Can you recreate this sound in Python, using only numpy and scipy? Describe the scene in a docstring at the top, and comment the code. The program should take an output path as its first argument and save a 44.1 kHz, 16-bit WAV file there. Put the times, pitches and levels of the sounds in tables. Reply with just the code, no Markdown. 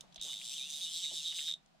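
"""A fly reel clicks quickly as line is pulled off it, in a small boat on a calm lake.
A small catch, the pawl, hits each tooth of the turning spool and makes a snap and a bright metal ring.
These swell and fade as the spool turns, while the line rasps and sings in the rod's guides.
Around them are a few dry ticks, soft knocks on the hull and a quiet wash of air and water."""
import sys
import numpy as np
from scipy import signal
from scipy.io import wavfile

SR = 44100
rng = np.random.default_rng(int(sys.argv[2]) if len(sys.argv) > 2 else 0)


def generate_wav(signal):
    """Clip the signal to [-1, 1] and save it as 16-bit WAV at the path in sys.argv[1]."""
    frames = np.transpose(np.atleast_2d(signal))
    scaled = np.clip(frames, -1, 1) * 32767
    pcm = np.round(scaled).astype(np.int16)
    wavfile.write(sys.argv[1], SR, pcm)


N = 79380
T = np.arange(N) / SR

# How fast the spool turns. 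Each row: time in seconds, teeth passing per second.
SPOOL_SPEED = [(0.2135, 87.1), (0.28, 166.5), (0.305, 151.3), (0.34, 110.6), (0.38, 94.7), (0.435, 144.3),
               (0.48, 105.9), (0.56, 178.1), (0.595, 125.4), (0.67, 147.8), (0.775, 142.5), (0.815, 192.8),
               (0.865, 153.9), (0.99, 167.1), (1.025, 195.0), (1.07, 135.8), (1.145, 193.2), (1.19, 127.6),
               (1.255, 180.2), (1.3, 150.8), (1.37, 184.0), (1.405, 136.1), (1.47, 177.2), (1.54, 49.0)]
# How hard the line is pulled. Each row: time in seconds, strength in dB.
LINE_PULL = [(.225, 1.5), (.29, -2.5), (.37, -2), (.48, -6), (.6, -1.5), (.73, -3), (.85, 0), (1.06, 1),
             (1.18, .5), (1.28, 2), (1.42, 1.5), (1.49, 4.5), (1.53, 6.5)]


def amp(db):
    """Turn decibels into a number to multiply a sound by."""
    return 10 ** (np.asarray(db) / 20)


def unit(x):
    """Scale a sound to an average power of one."""
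    return x / np.sqrt(np.mean(x ** 2) + 1e-20)


def add(mix, start, sound):
    """Add a sound to the mix at a start time in seconds."""
    part = mix[:, max(round(start * SR), 0):][:, :sound.shape[1]]
    part += sound[:, :part.shape[1]]


def noise(size, width):
    """Stereo hiss: width 0 is the same in both ears, width 1 is unrelated."""
    mid, side = rng.standard_normal((2, size))
    return unit(np.array([mid + width * side, mid - width * side]))


def spread_noise(size, width=.55):
    """Hiss with its low notes in the middle and its treble spread wide."""
    mid, side = rng.standard_normal((2, size))
    side = width * (side - np.roll(side, 2))
    return np.array([mid + side, mid - side]) / np.sqrt(1 + width ** 2)


def colour(x, hz, db, size=2048):
    """Give a sound a tone colour; db only sets how strong the frequencies are against each other."""
    log_hz = np.log(abs(np.fft.fftfreq(size, 1 / SR)) + 1)
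    log_gain = np.log(amp(np.interp(log_hz, np.log(hz), db)))
    taps = np.fft.ifft(np.exp(np.conj(signal.hilbert(log_gain)))).real[:size // 2]
    return signal.fftconvolve(x, taps / np.linalg.norm(taps))[:len(x)]


def band(hz, width_hz, size, width):
    """Noise gathered around one pitch, which may move."""
    smoothing = np.exp(-np.pi * abs(width_hz) / SR)
    flutter = noise(size + SR, width) + 1j * noise(size + SR, width)
    for _ in range(3):
        flutter = signal.lfilter([1 - smoothing], [1, -smoothing], flutter)
    tone = np.exp(2j * np.pi * np.cumsum(hz * np.ones(size)) / SR)
    return unit((flutter[:, SR:] * tone).real)


def air_and_water():
    """A quiet, slowly fading wash, with a hollow murmur of water under the hull."""
    # The wash's tone colour. Each row: frequency in Hz, relative level in dB.
    tone = [(20, -5), (40, -6.5), (70, -6), (110, -16.5), (150, 5), (185, 3.5), (250, -5), (480, -15),
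            (700, -4.5), (1000, -12), (2000, -16), (4000, -16.5), (8000, -26.5), (15000, -41.5)]
    level_db, fall_db_per_s = -64.5, 2.5
    wash = np.array([colour(side, *np.transpose(tone), size=8192) for side in noise(N + 4096, width=1)])
    return wash[:, -N:] * amp(level_db - fall_db_per_s * T)


def boat_echo(x, size=9000):
    """Sound bounces off the deck and sides as a brief, soft echo."""
    level_db, fade_60_db_s = -12.5, .13
    t = np.arange(size) / SR
    tail = noise(size, width=0.31) * np.exp(-np.log(1000) * t / fade_60_db_s) * (t > .003)
    return amp(level_db) * signal.fftconvolve(x, tail / np.linalg.norm(tail[0]), axes=1)[:, :N]


def bursts(rows, width=0.56, rise_s=0.0077, size=12000):
    """Short, roughly pitched noises that rise quickly and die away."""
    out, t = np.zeros((2, N)), np.arange(size) / SR
    for start, db, hz, width_hz, decay in rows:
        rise = np.minimum(t / (rise_s + 1 / hz), 1)
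        sound = band(hz, width_hz, size, width) * rise * np.exp(-t / decay)
        add(out, start, amp(db) * unit(sound) * np.sqrt(decay / 2 / t[-1]))
    return out


def hull_knocks():
    """Soft knocks and laps of water on the hull."""
    # Each row: start in seconds, level in dB, pitch in Hz, pitch spread in Hz, fade time in seconds.
    knocks = [(.032, -62, 707, 1210, 0.017), (.16, -53, 743, 254, 0.0029), (.175, -59, 33.7, 30, 0.015),
              (.243, -60.5, 498, 714, 0.033), (.27, -61.5, 1090, 1140, 0.031), (.78, -65, 704, 270, 0.0066),
              (1.107, -55.5, 621, 505, 0.014), (1.115, -59, 349, 680, 0.023),
              (1.743, -64, 687, 228, 0.0087)]
    return bursts(knocks)


def hand_ticks(size=4000):
    """A hand on the reel makes dry ticks, dull or bright, before and after the spool runs."""
    # Each row: start in seconds, level in dB, fade time in seconds, treble change in dB.
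    ticks = [(.0085, -40.5, 0.0025, 11.5), (0.1245, -59, 0.0078, 0), (0.1446, -49, 0.0023, 9),
             (0.1596, -45, 0.0061, 1), (.1789, -46.5, 0.0054, -25), (0.196, -51, 0.051, -9),
             (1.661, -62, 0.0012, 14)]
    # The ticks' tone colour. Each row: frequency in Hz, relative level in dB.
    tone = [(500, -28), (2300, -16.5), (3200, 4), (3800, 5), (4600, -7), (6000, -5), (7500, -14.5),
            (9500, -21), (15000, -40)]
    out, t = np.zeros((2, N)), np.arange(size) / SR
    hz, tone_db = np.transpose(tone)
    for start, db, decay, treble_db in ticks:
        click = amp(db) * np.exp(-t / decay) * spread_noise(size)
        tick_db = tone_db + np.interp(hz, [4200, 6200], [0, treble_db])
        add(out, start, np.array([colour(side, hz, tick_db) for side in click]))
    return out


def guide_scrapes():
    """The line scrapes in a guide, one of the rings along the rod."""
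    # Each row: start in seconds, level in dB, pitch in Hz, pitch spread in Hz, fade time in seconds.
    scrapes = [(.327, -50, 2520, 1140, 0.0066), (.413, -40.5, 2720, 1020, 0.0023),
               (1.04, -47.5, 2340, 455, 0.0063), (1.318, -55.5, 2212, 2220, 0.014),
               (1.386, -35, 2890, 1150, 0.0041), (1.405, -60, 1776, 620, 0.015),
               (1.475, -55.5, 2080, 1750, 0.021)]
    return bursts(scrapes)


def running_line():
    """The line sings in the guides in broken chirps, and rasps louder as the spool speeds up."""
    # The line's song. Each row: time in seconds, pitch in Hz, relative level in dB.
    song = [(.19, 3300, -60), (.225, 3300, -54), (.31, 2950, -53), (.39, 3200, -55), (.47, 3200, -62),
            (.515, 2450, -60), (.565, 3250, -49), (.585, 2750, -56), (.605, 2350, -55.5), (.68, 2850, -59),
            (.785, 2950, -59), (.814, 3380, -44), (.835, 3150, -52), (.86, 2900, -51), (.96, 3350, -49),
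            (1.08, 2750, -58), (1.15, 3350, -50), (1.22, 2650, -58), (1.26, 3350, -49), (1.325, 2950, -48),
            (1.42, 3150, -52), (1.5, 3200, -46), (1.55, 3250, -60)]
    # The rasp's tone colour. Each row: frequency in Hz, relative level in dB.
    rasp_tone = [(400, -47), (1500, -27), (2100, -19.5), (2700, -10), (3200, 1.5), (3550, 8.5), (4200, -8),
                 (7000, -10), (15000, -29.5)]
    song_db, flicker_db, flicker_s, jerk_db = -4, 3, .014, 3
    rasp_db, pull_share = -46.5, 0.085
    times, hz, db = np.transpose(song)
    flicker = np.interp(T / flicker_s, np.arange(400), rng.standard_normal(400))
    level_db = song_db + np.interp(T, times, db, left=-120, right=-120) + flicker_db * flicker
    singing = amp(level_db) * band(np.interp(T, times, hz), width_hz=190, size=N, width=0.17)
    speed = np.interp(T, *np.transpose(SPOOL_SPEED), left=0, right=0)
    jerk = .5 - (np.cumsum(speed) / SR) % 1  # each tooth jerks the line
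    pull_db = np.interp(T, *np.transpose(LINE_PULL))
    rasp = np.array([colour(side, *np.transpose(rasp_tone)) for side in noise(N, width=0.14)])
    rasp *= speed / speed.max() * amp(rasp_db + pull_share * pull_db)
    return singing * amp(jerk_db * jerk) + rasp


def tooth_strikes():
    """The pawl hits once per tooth: list each hit's time in seconds and its ring and snap changes in dB."""
    # How hard the pawl hits around one turn. Each row: share of the turn, ring in dB, snap in dB.
    turn = [(.02, 0, .5), (.13, -3, -.5), (.225, -14, -4), (.33, -1, -3), (.46, 2, -1.5), (.62, -2.5, -5.5),
            (.735, -16, -7.5), (.85, -5, -1)]
    teeth_per_turn, jitter_s, scatter_db = 35.4, .00003, 1.07
    pull_share, db_per_doubling, usual_speed = 0.028, 1.5, 150
    times, speed = np.transpose(SPOOL_SPEED)
    t = np.arange(times[0], times[-1] + .004, 1 / SR)
    passed = np.cumsum(np.interp(t, times, speed)) / SR
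    tooth = np.arange(int(passed[-1]) + 1)
    starts = np.interp(tooth, passed, t) + jitter_s * rng.standard_normal(400)[tooth]
    angle, ring, snap = np.transpose(turn)
    turns = tooth / teeth_per_turn
    pull_db = np.interp(starts, *np.transpose(LINE_PULL))
    chance_db = scatter_db * rng.standard_normal((400, 2))[tooth]
    ring_db = np.interp(turns, angle, ring, period=1) + pull_db + chance_db[:, 0]
    snap_db = np.interp(turns, angle, snap, period=1) + pull_share * pull_db + chance_db[:, 1]
    snap_db += db_per_doubling * np.log2(np.interp(starts, times, speed) / usual_speed)
    return list(zip(starts, ring_db, snap_db))


def pawl_chatter(size, jitter_s=.000015):
    """The pawl lands on a tooth and bounces: sharp clicks, never timed quite alike."""
    # Each row: time after landing in seconds, relative level in dB.
    bounces = [(0, 0), (.00026, 0), (.0008, -2)]
    delay, db = np.transpose(bounces)
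    chance = rng.standard_normal(len(db)) + .5 * rng.standard_normal((2, len(db)))
    starts = abs(delay + jitter_s * chance)
    clicks = amp(db)[:, None] * np.sinc(np.arange(size) - SR * starts[:, :, None])
    return unit(clicks.sum(1))


def reel_ratchet(size=2200):
    """Each hit of the pawl rings the metal reel and makes a snap of sharp clicks and a short buzz."""
    # The reel's ringing notes. Each row: pitch in Hz, relative level in dB, seconds to fade by 60 dB.
    notes = [(3160, -29, .04), (3340, -21, .05), (3590, -14, .02), (3690, -3, .026), (3745, 0, .026),
             (4149, -29, .035), (5480, -21, .016), (6200, -22, .018), (7700, -23, .013)]
    # The snap's tone colour. Each row: frequency in Hz, relative left and right levels in dB.
    snap_tone = [(287, -55, -25.5), (1740, -19, -17.5), (2730, -6.5, -18), (3090, -1, -1), (3980, 2.5, 1.5),
                 (4970, -0.5, -0.5), (6460, 7, 3), (6940, -5.5, -3), (7200, 2, 6), (9850, -3, -3.5),
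                 (10070, -5.5, -5.5), (11350, -21.5, -22.5), (12300, -11, -15), (13800, -13, -12.5),
                 (15800, -23.5, -37)]
    ring_base_db, rise_cycles, detune = -34, 2.2, .0015
    snap_base_db, snap_s, tail_level, tail_s = -21, 0.0011, 0.3, 0.0083
    chatter_share, pawl_share, carry_over = .25, .3, .9
    pan_db = np.array([[-1], [1]])  # the ring sits a little to the right
    t = np.arange(size) / SR
    hz, db, ring_s = np.transpose(notes)[:, :, None]
    snap_shape = np.exp(-t / snap_s) + tail_level * np.exp(-t / tail_s)
    ring_shape = (1 - np.exp(-t * hz / rise_cycles)) ** 2 * np.exp(-np.log(1000) * t / ring_s)
    pawl, tooth = spread_noise(size), spread_noise(size)
    rings, snaps = np.zeros((2, 2, N))
    for start, ring_db, snap_db in tooth_strikes():
        # The pawl's part of the buzz stays the same; the rest drifts from tooth to tooth.
        tooth = carry_over * tooth + np.sqrt(1 - carry_over ** 2) * spread_noise(size)
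        buzz = unit(snap_shape * (np.sqrt(pawl_share) * pawl + np.sqrt(1 - pawl_share) * tooth))
        snap = unit(np.sqrt(chatter_share) * pawl_chatter(size) + np.sqrt(1 - chatter_share) * buzz)
        add(snaps, start, amp(snap_base_db + snap_db) * snap / np.sqrt(size))
        pitches = hz * (1 + detune * rng.standard_normal(hz.shape))
        ring = (amp(db) * ring_shape * np.sin(2 * np.pi * pitches * t)).sum(0)
        add(rings, start, amp(ring_base_db + ring_db + pan_db) * ring)
    tone_hz, left_db, right_db = np.transpose(snap_tone)
    return rings + np.array([colour(snaps[0], tone_hz, left_db), colour(snaps[1], tone_hz, right_db)])


def scene():
    """Line, hull, hand and reel echo in the open boat, over the wash of air and water."""
    near = running_line() + guide_scrapes() + hull_knocks() + hand_ticks() + reel_ratchet()
    return near + boat_echo(near) + air_and_water()


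def record(dry):
    """Cut away the very highest treble."""
    taps = signal.firwin(511, cutoff=15850, window=("kaiser", 9), fs=SR)
    return signal.oaconvolve(dry, taps[None], "same")


dry = scene()
out = record(dry)
generate_wav(out)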